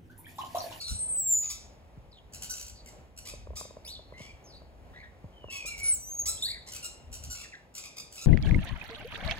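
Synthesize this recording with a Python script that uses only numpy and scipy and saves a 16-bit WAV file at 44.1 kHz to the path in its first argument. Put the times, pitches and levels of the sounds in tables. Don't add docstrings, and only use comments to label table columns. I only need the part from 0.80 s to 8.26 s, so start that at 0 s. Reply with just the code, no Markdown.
import sys
import numpy as np
from scipy import signal
from scipy.fft import rfft, irfft, next_fast_len
from scipy.io import wavfile
from scipy.ndimage import map_coordinates

SR = 44100
rng = np.random.default_rng(int(sys.argv[2]) if len(sys.argv) > 2 else 0)


def to_wav(s):
    ch = np.atleast_2d(s).T
    pcm = np.round(np.clip(ch, -1, 1) * 32767)
    wavfile.write(sys.argv[1], SR, pcm.astype(np.int16))


N = 328986

# frequency in Hz, gain in dB.
BEAK_COLOUR = [(7500, -16), (10000, -13.5), (15000, -11.5)]
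TRILL_HZ, TRILL_DB = 68, 6


def amp(db):
    return 10 ** (np.asarray(db) / 20)


def unit(x):
    return x / np.sqrt(np.mean(x ** 2) + 1e-20)


def along(points, hz):
    f, v = np.transpose(points)
    return np.interp(np.log(hz + 1), np.log(f + 1), v)


def wobble(rate, n):
    knots = rng.standard_normal(int(n * rate / SR) + 4)
    return map_coordinates(knots, [np.arange(n) * rate / SR])


def filtered(x, response):
    n = x.shape[-1]
    m = next_fast_len(n + 2048)
    return irfft(rfft(x, m) * response(np.fft.rfftfreq(m, 1 / SR)), m)[..., :n]


def add(track, s, x):
    i = int(np.clip(round(s * SR), 0, N))
    track[i:i + len(x)] += x[:N - i]


def fade(n, rise, fall):
    t = np.arange(n) / SR
    ramp = np.minimum(t / rise, t[::-1] / fall)
    return np.sin(np.pi / 2 * np.clip(ramp, 0, 1)) ** 2


def spread(pair):
    # frequency in Hz, likeness of left and right from 0 to 1.
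    likeness = [(100, .85), (700, .8), (1500, .3), (4000, .3), (6500, .88), (9000, .98)]
    turn = lambda hz: np.arccos(np.clip(along(likeness, hz), -1, 1)) / 2
    mid, side = filtered(pair, lambda hz: np.array([np.cos(turn(hz)), np.sin(turn(hz))]))
    return np.array([mid + side, mid - side])


def outdoors(air_db=-58.0, rumble_db=-55, lumps_db=2.5):
    # frequency in Hz, relative level in dB.
    air_colour = [(40, -21), (120, 1.5), (320, -5), (620, -2.5), (950, -9), (1500, -17), (2400, -17.5),
                  (3500, -24.5), (7000, -32), (15500, -36.5)]
    # frequency in Hz, relative level in dB.
    rumble_colour = [(15, -37.5), (46, 3), (72, 4), (182, -19.5), (260, -16.5), (400, -69.5)]
    # middle in seconds, half width in seconds, change in dB.
    swells = [(.13, 0.06, 18.5), (2.65, 0.17, 7), (5.45, 0.13, 5), (6.451, 0.15, 13.5), (7.1, 0.61, -10)]

    def noise(colour):
        white = rng.standard_normal((2, N))
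        return unit(spread(filtered(white, lambda hz: amp(along(colour, hz)))))

    t = np.arange(N) / SR
    swell_db = sum(db * np.exp(-((t - s) / width) ** 2) for s, width, db in swells)
    buffet_db = swell_db + lumps_db * wobble(17, N)
    air = amp(air_db + 1.7 * wobble(6.8, N)) * noise(air_colour)
    return air + amp(buffet_db + rumble_db) * noise(rumble_colour)


def answer(wet_db, walls_db):
    # frequency in Hz, time in seconds for the tail to die by 60 dB.
    decay = [(300, 0.0973), (2500, 0.55), (7000, 0.4), (15000, 0.2)]
    hz, t, z = signal.stft(rng.standard_normal((2, SR // 2)), SR, nperseg=256)
    tail = signal.istft(z * amp(-60 * t / along(decay, hz)[:, None]), SR, nperseg=256)[1]
    tail = spread(tail * fade(tail.shape[1], 0.0026, 0.046))
    tail = amp(wet_db) * tail / np.linalg.norm(tail[0])
    echoes = (SR * rng.uniform(0.0033, .035, size=6)).astype(int)
    tail[:, echoes] += amp(walls_db) * rng.choice([-1, 1], size=6)
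    return tail


def garden(x, wet_db, walls_db, count=14):
    out, hop = np.zeros((2, N + 2 * SR)), N // count + 1
    for i in range(0, N + hop, hop):
        j = np.arange(max(i - hop, 0), min(i + hop, N))
        part = x[j] * np.cos(np.pi / 2 * (j - i) / hop) ** 2
        if part.any():
            echo = signal.fftconvolve(part[None], answer(wet_db, walls_db), axes=1)
            out[:, j[0]:j[0] + echo.shape[1]] += echo
    return x + out[:, :N]


def syrinx(pitch, colour, jitter, flutter, count):
    n = len(pitch)
    phase = 2 * np.pi * np.cumsum(pitch * (1 + jitter * wobble(700, n))) / SR
    k = np.arange(1, count + 1)[:, None]
    below_limit = np.clip(10 - 20 * k * pitch / SR, 0, 1)
    waves = np.sin(k * phase + rng.uniform(0, 2 * np.pi, k.shape))
    partials = colour(k, k * pitch) * below_limit * waves
    return unit(partials.sum(0) * amp(flutter * wobble(260, n)))


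def trill(n):
    return np.sin(2 * np.pi * np.cumsum(TRILL_HZ * amp(2.2 * wobble(TRILL_HZ, n))) / SR)


def chirps(second_voice=.9, second_share=0.59):
    # start in seconds, length in seconds, first, middle and last pitch in Hz,
    # level in dB before the mix, roughness (0 is smooth, about 1 is very rough).
    notes = [(0, 0.11, 4490, 4195, 4177, -46.5, 0.32), (1.311, 0.089, 4900, 3770, 2990, -65.5, 0.65),
             (1.938, 0.08, 4370, 4630, 4000, -64, 0.8), (2.061, 0.035, 2340, 2090, 2050, -64.5, 0.32),
             (3.044, 0.049, 1920, 2650, 3480, -61.5, 0.56), (3.045, .05, 4220, 5340, 6260, -53, 0.42),
             (3.073, 0.1, 3105, 4350, 3195, -51, 0.42), (3.335, 0.19, 2070, 2187, 2384, -60, 0.27),
             (3.638, 0.12, 6650, 5040, 3470, -65, 0.4), (3.735, 0.053, 4300, 4330, 4280, -62.5, 0.5),
             (4.132, 0.091, 1712, 1940, 2090, -58, 0.7), (4.221, 0.033, 1845, 1840, 1900, -55, 0.69),
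             (5.57, 0.061, 3280, 3770, 4570, -56, 0.2), (5.622, 0.052, 3466, 4060, 4770, -35, 0.24),
             (5.671, 0.052, 3840, 4130, 4560, -41, 0.53), (5.654, 0.13, 1638, 2103, 1740, -55.5, 0.72),
             (6.62, 0.046, 2940, 2160, 2010, -57.5, 1.2), (6.719, 0.043, 2910, 1843, 1970, -52.5, 0.57)]
    overtone_db, rising_db = -16.5, 8
    fast_rise = 7.3
    trill_bend = .06
    out = np.zeros(N)
    for s, length, start, middle, end, db, rough in notes:
        u = np.linspace(0, 1, int(length * SR))
        curve = np.polyfit([0, .5, 1], np.log2([start, middle, end]), 2)
        octaves = np.polyval(curve, u)
        step_db = overtone_db + rising_db * np.tanh(np.gradient(octaves) * SR / fast_rise)
        pulse = rough * trill(len(u))

        def pitch():
            return 2 ** octaves * (1 + trill_bend * rough * (pulse + wobble(110, len(u))))

        def voice(hz):
            colour = lambda k, f: amp(step_db * (k - 1) + along(BEAK_COLOUR, f))
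            return syrinx(hz, colour, .07 * rough, 3 * rough, count=4)

        strands = voice(pitch()) + second_share * rough * voice(second_voice * pitch())
        tone = unit(strands * amp(TRILL_DB * pulse))
        add(out, s, amp(db) * tone * fade(len(u), .003 + .02 * rough ** 2, 0.0088))
    return out


LOW_HZ = 2650


def throat(low_db, beak_hz, beak_db, tilt_db):
    # frequency in Hz, gain in dB.
    common = [(700, -24.5), (1300, -15), (1850, -13), (2650, -7.5), (3250, -9.5), (4400, -6), (5700, -0.5),
              (6400, -5), (7500, -1.5), (9000, -4), (10500, -8.5), (15000, -11)]
    low_width, beak_width = 0.2, .13
    peak = lambda hz, centre, width: np.exp(-(np.log2((hz + 1) / centre) / width) ** 2)

    def gain(hz):
        low = low_db * peak(hz, LOW_HZ, low_width)
        beak = beak_db * peak(hz, beak_hz, beak_width)
        return amp(along(common, hz) + low + beak + tilt_db * np.log2(1 + hz / LOW_HZ))

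    return gain


def squawks(crest=0.72, hiss_share=0.25, second_voice=.88, swell_db=20):
    # start in seconds, length in seconds, top pitch in Hz, level in dB before the mix,
    # scoop as a share of the pitch, roughness from 0 to 1, low resonance in dB, top beak resonance in Hz.
    calls = [(0, 0.028, 1324, -39, 0.1, 0.73, -1, 7250),
             (0.061, 0.073, 1464, -41.5, 0.16, 0.73, -7.5, 6000),
             (0.606, 0.07, 1238, -49, 0.23, 0.67, -1, 5020),
             (0.686, 0.05, 1295, -37, 0.33, 0.53, -6.5, 5700),
             (1.693, 0.035, 1486, -33.5, 0.021, 0.33, -26, 5840),
             (2.442, 0.068, 1240, -43, 0.14, 0.83, 4, 8740),
             (2.753, 0.042, 1341, -39, 0.34, 0.47, -5.5, 5700),
             (2.781, 0.034, 1275, -41.5, 0.24, 0.68, -22, 7600),
             (3.368, 0.11, 1109, -53.5, 0.081, 0.56, 13, 3420),
             (4.698, 0.084, 1147, -43.5, 0.11, 0.44, 15, 3530),
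             (4.855, 0.043, 1403, -37.5, 0.18, 0.14, 3, 7850),
             (5.036, 0.064, 1478, -39, 0.073, 0.42, -8, 5670),
             (5.454, 0.056, 1356, -28, 0.34, .1, -10.5, 8220),
             (5.861, 0.046, 1074, -46, 0.13, 0.55, -6.5, 8190),
             (5.943, 0.035, 1307, -48, 0.13, 0.46, 8, 8210),
             (6.025, 0.054, 1410, -41.5, 0.019, 0.16, 7, 8400),
             (6.042, 0.026, 1288, -36.5, 0.028, 0.2, -16, 7600),
             (6.497, 0.049, 1492, -39, 0.06, 0.32, -13, 7100),
             (6.534, 0.12, 1344, -46.5, 0.071, 0.71, 5.5, 8000),
             (6.965, 0.034, 1261, -40.5, 0.13, 0.56, 0.5, 7540),
             (7.021, 0.055, 1256, -46.5, 0.12, 0.7, 7.5, 5300),
             (7.161, 0.056, 1296, -42, .1, 0.49, 1, 4900), (7.363, 0.045, 1318, -44, .15, 0.51, 6, 5300),
             (7.404, .055, 1380, -43.5, 0.036, 0.53, -6, 6900)]
    clear_beak_db = 10
    faint_db, dulling = -31.5, 0.41
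    out = np.zeros(N)
    for s, length, top, db, scoop, rough, low_db, beak_hz in calls:
        n = int(length * SR)
        u = np.linspace(0, 1, n)
        tilt_db = dulling * min(db - faint_db, 0)
        arch = 1 - scoop * (1 - u / crest) ** 2
        colour = throat(low_db, beak_hz * arch, clear_beak_db * (1 - rough), tilt_db)

        def voice(hz):
            pitch = hz * arch * (1 + .06 * rough * wobble(150, n))
            return syrinx(pitch, lambda k, f: colour(f), .006 + .03 * rough, 1 + 3 * rough, count=14)

        hiss = unit(filtered(rng.standard_normal(n), throat(low_db, beak_hz, 0, tilt_db)))
        call = voice(top) + rough * (voice(second_voice * top) + hiss_share * hiss)
        swell = swell_db * scoop * np.minimum(u / crest, 1)
        effort = amp(swell + TRILL_DB * rough * trill(n))
        add(out, s, amp(db) * unit(call * effort) * fade(n, .004 + .03 * rough ** 2, 0.014))
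    return out


def whistle(course, overtone_db, rasp_db, flutter):
    pushed_db = -24.5
    out, (s, hz, db) = np.zeros(N), np.transpose(course)
    t = np.arange(s[0] - .006, s[-1], 1 / SR)
    pitch = np.interp(t, s, hz)
    gain = amp(np.interp(t, s, db)) * fade(len(t), 0.0067, 0.0016)
    tone = syrinx(pitch, lambda k, f: amp(overtone_db * (k - 1)), jitter=0.003, flutter=flutter, count=2)
    rasp = syrinx(1.5 * pitch, lambda k, f: amp(along(BEAK_COLOUR, f)), jitter=0.043, flutter=3.0, count=1)
    push = gain / amp(pushed_db)
    add(out, t[0], (tone + amp(rasp_db) * push * rasp) * gain)
    return out


def whistles():
    # time in seconds, pitch in Hz, level in dB.
    thin = [(0.02, 8800, -51.5), (0.2, 8320, -35), (0.304, 8445, -32), (0.398, 7844, -27.5),
            (0.438, 7530, -34.5), (0.526, 7250, -22), (0.564, 6900, -26), (0.61, 6915, -28),
            (0.7, 6680, -41.5)]
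    # time in seconds, pitch in Hz, level in dB.
    settling = [(4.53, 3170, -67.5), (4.68, 2845, -58.5), (4.695, 2692, -44), (4.81, 2518, -43.5),
                (4.955, 2270, -41.5), (5.03, 2253, -39.5), (5.1, 2222, -39.5), (5.122, 2090, -60)]
    # time in seconds, pitch in Hz, level in dB.
    scooped = [(5.034, 9350, -32.5), (5.101, 9070, -20.5), (5.141, 7860, -27), (5.181, 6270, -55),
               (5.24, 5870, -47.5), (5.321, 6470, -39.5), (5.378, 6610, -42), (5.398, 6665, -25.5),
               (5.43, 6290, -44)]
    high = (whistle(thin, overtone_db=-13.5, rasp_db=-29.5, flutter=0.4)
            + whistle(scooped, overtone_db=-8.5, rasp_db=-44, flutter=0.41))
    low = whistle(settling, overtone_db=-27, rasp_db=-49, flutter=3.8)
    return garden(high, wet_db=-7.0, walls_db=-32.0) + garden(low, wet_db=-12.5, walls_db=-13)


def bump(t, hz=170, t60=.19, sag_time=0.007):
    sinking = np.sin(2 * np.pi * np.cumsum(hz * (0.5 + np.exp(-t / sag_time))) / SR)
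    return sinking * amp(-60 * t / t60) * fade(len(t), 0.002, 0.0072)


def thuds():
    # start in seconds, level in dB.
    bumps = [(1.173, -40), (3.405, -39), (4.441, -36.5)]
    out = np.zeros(N)
    for s, db in bumps:
        add(out, s, amp(db) * bump(np.arange(SR // 20) / SR))
    return out


def rattles(click_t60=0.028, click_hz=1560, sag_per_s=14):
    # start in seconds, length in seconds, clicks per second, level in dB before lift and mix.
    runs = [(1.533, .03, 93, -41.5), (1.62, .03, 93, -37), (1.736, .1, 68, -38.5), (1.848, .05, 65, -43),
            (2.058, .03, 77, -49), (2.374, .018, 87, -40.5), (4.977, .03, 99, -39), (5.918, .05, 69, -37.5),
            (6.326, .03, 88, -39), (6.435, .018, 89, -41.5), (6.949, .02, 99, -37.5),
            (7.323, .05, 100, -45)]
    snap_share = .42
    lift_db = 9.5
    out, t = np.zeros(N), np.arange(SR // 50) / SR
    for s, length, rate, db in runs:
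        for delay in np.arange(0, length, 1 / rate):
            colour = throat(low_db=3, beak_hz=7200 * amp(rng.normal()), beak_db=5, tilt_db=0)
            snap = unit(filtered(rng.standard_normal(len(t)), colour))
            pitch = click_hz * rng.normal(1, .045) * np.exp(-sag_per_s * t)
            voice = syrinx(pitch, lambda k, f: colour(f), jitter=0.022, flutter=4, count=10)
            level = db + lift_db + rng.normal() - 60 * t / click_t60
            blend = snap_share * snap + (1 - snap_share) * voice
            click = amp(level) * blend * fade(len(t), 0.0047, 0.0018)
            add(out, s + delay, click)
            if not delay:
                add(out, s - 1 / rate, amp(-14) * click)
    return out


def ticks(bend=4.47, bend_time=0.00062, thump_db=-13):
    # start in seconds, peak of the ring in dB.
    knocks = [(2.535, -35), (2.67, -38), (2.704, -36.5), (2.732, -40), (2.81, -32.5), (2.851, -37.5),
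              (2.906, -39.5), (2.967, -35.5), (3.191, -40.5), (3.322, -37), (3.401, -41.5), (3.817, -42.5),
              (4.442, -43.5), (4.641, -32.5), (4.683, -40), (4.847, -40)]
    # typical pitch in Hz, typical level in dB,
    # time in seconds to die by 60 dB.
    board = [(479, 3, 0.012), (605, -12.5, 0.033), (990, -6, 0.015)]
    out, t = np.zeros(N), np.arange(SR // 20) / SR
    phase = 2 * np.pi * np.cumsum(1 + bend * np.exp(-t / bend_time)) / SR
    thump = amp(thump_db) * bump(t)
    for s, db in knocks:
        ring = np.zeros(len(t))
        for hz, level, t60 in board:
            dying = amp(level + rng.normal(0, 2.5) - 60 * t / t60)
            ring += dying * np.sin(hz * rng.normal(1, .04) * phase)
        ring = ring * fade(len(t), 0.0054, .01)
        add(out, s, amp(db) * (ring / np.abs(ring).max() + thump))
    return out


def scene():
    return (whistles()
            + amp(5.5) * garden(chirps(), wet_db=-7.0, walls_db=-15.5)
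            + amp(-1.5) * garden(squawks(), wet_db=0.5, walls_db=-28.5)
            + amp(1) * garden(rattles(), wet_db=0, walls_db=-36.5)
            + ticks() + thuds() + outdoors())


def record(dry):
    # frequency in Hz, lead of the left microphone over the right in radians.
    phase_lead = [(0, 0), (690, -.8), (1100, 1.7), (5000, 1.8), (5700, 2.7), (7000, 0), (9000, -3.0),
                  (14400, -10.4), (16400, -12.9)]
    top_hz, level_gap_db = 15900, 0.59
    half = np.array([[.5], [-.5]])
    edge = lambda hz: np.clip((top_hz - hz) / 600 + .5, 0, 1) ** 2
    turn = lambda hz: np.exp(1j * half * along(phase_lead, hz))
    return filtered(dry, lambda hz: amp(level_gap_db * half) * turn(hz) * edge(hz))


dry = scene()
out = record(dry)
to_wav(out)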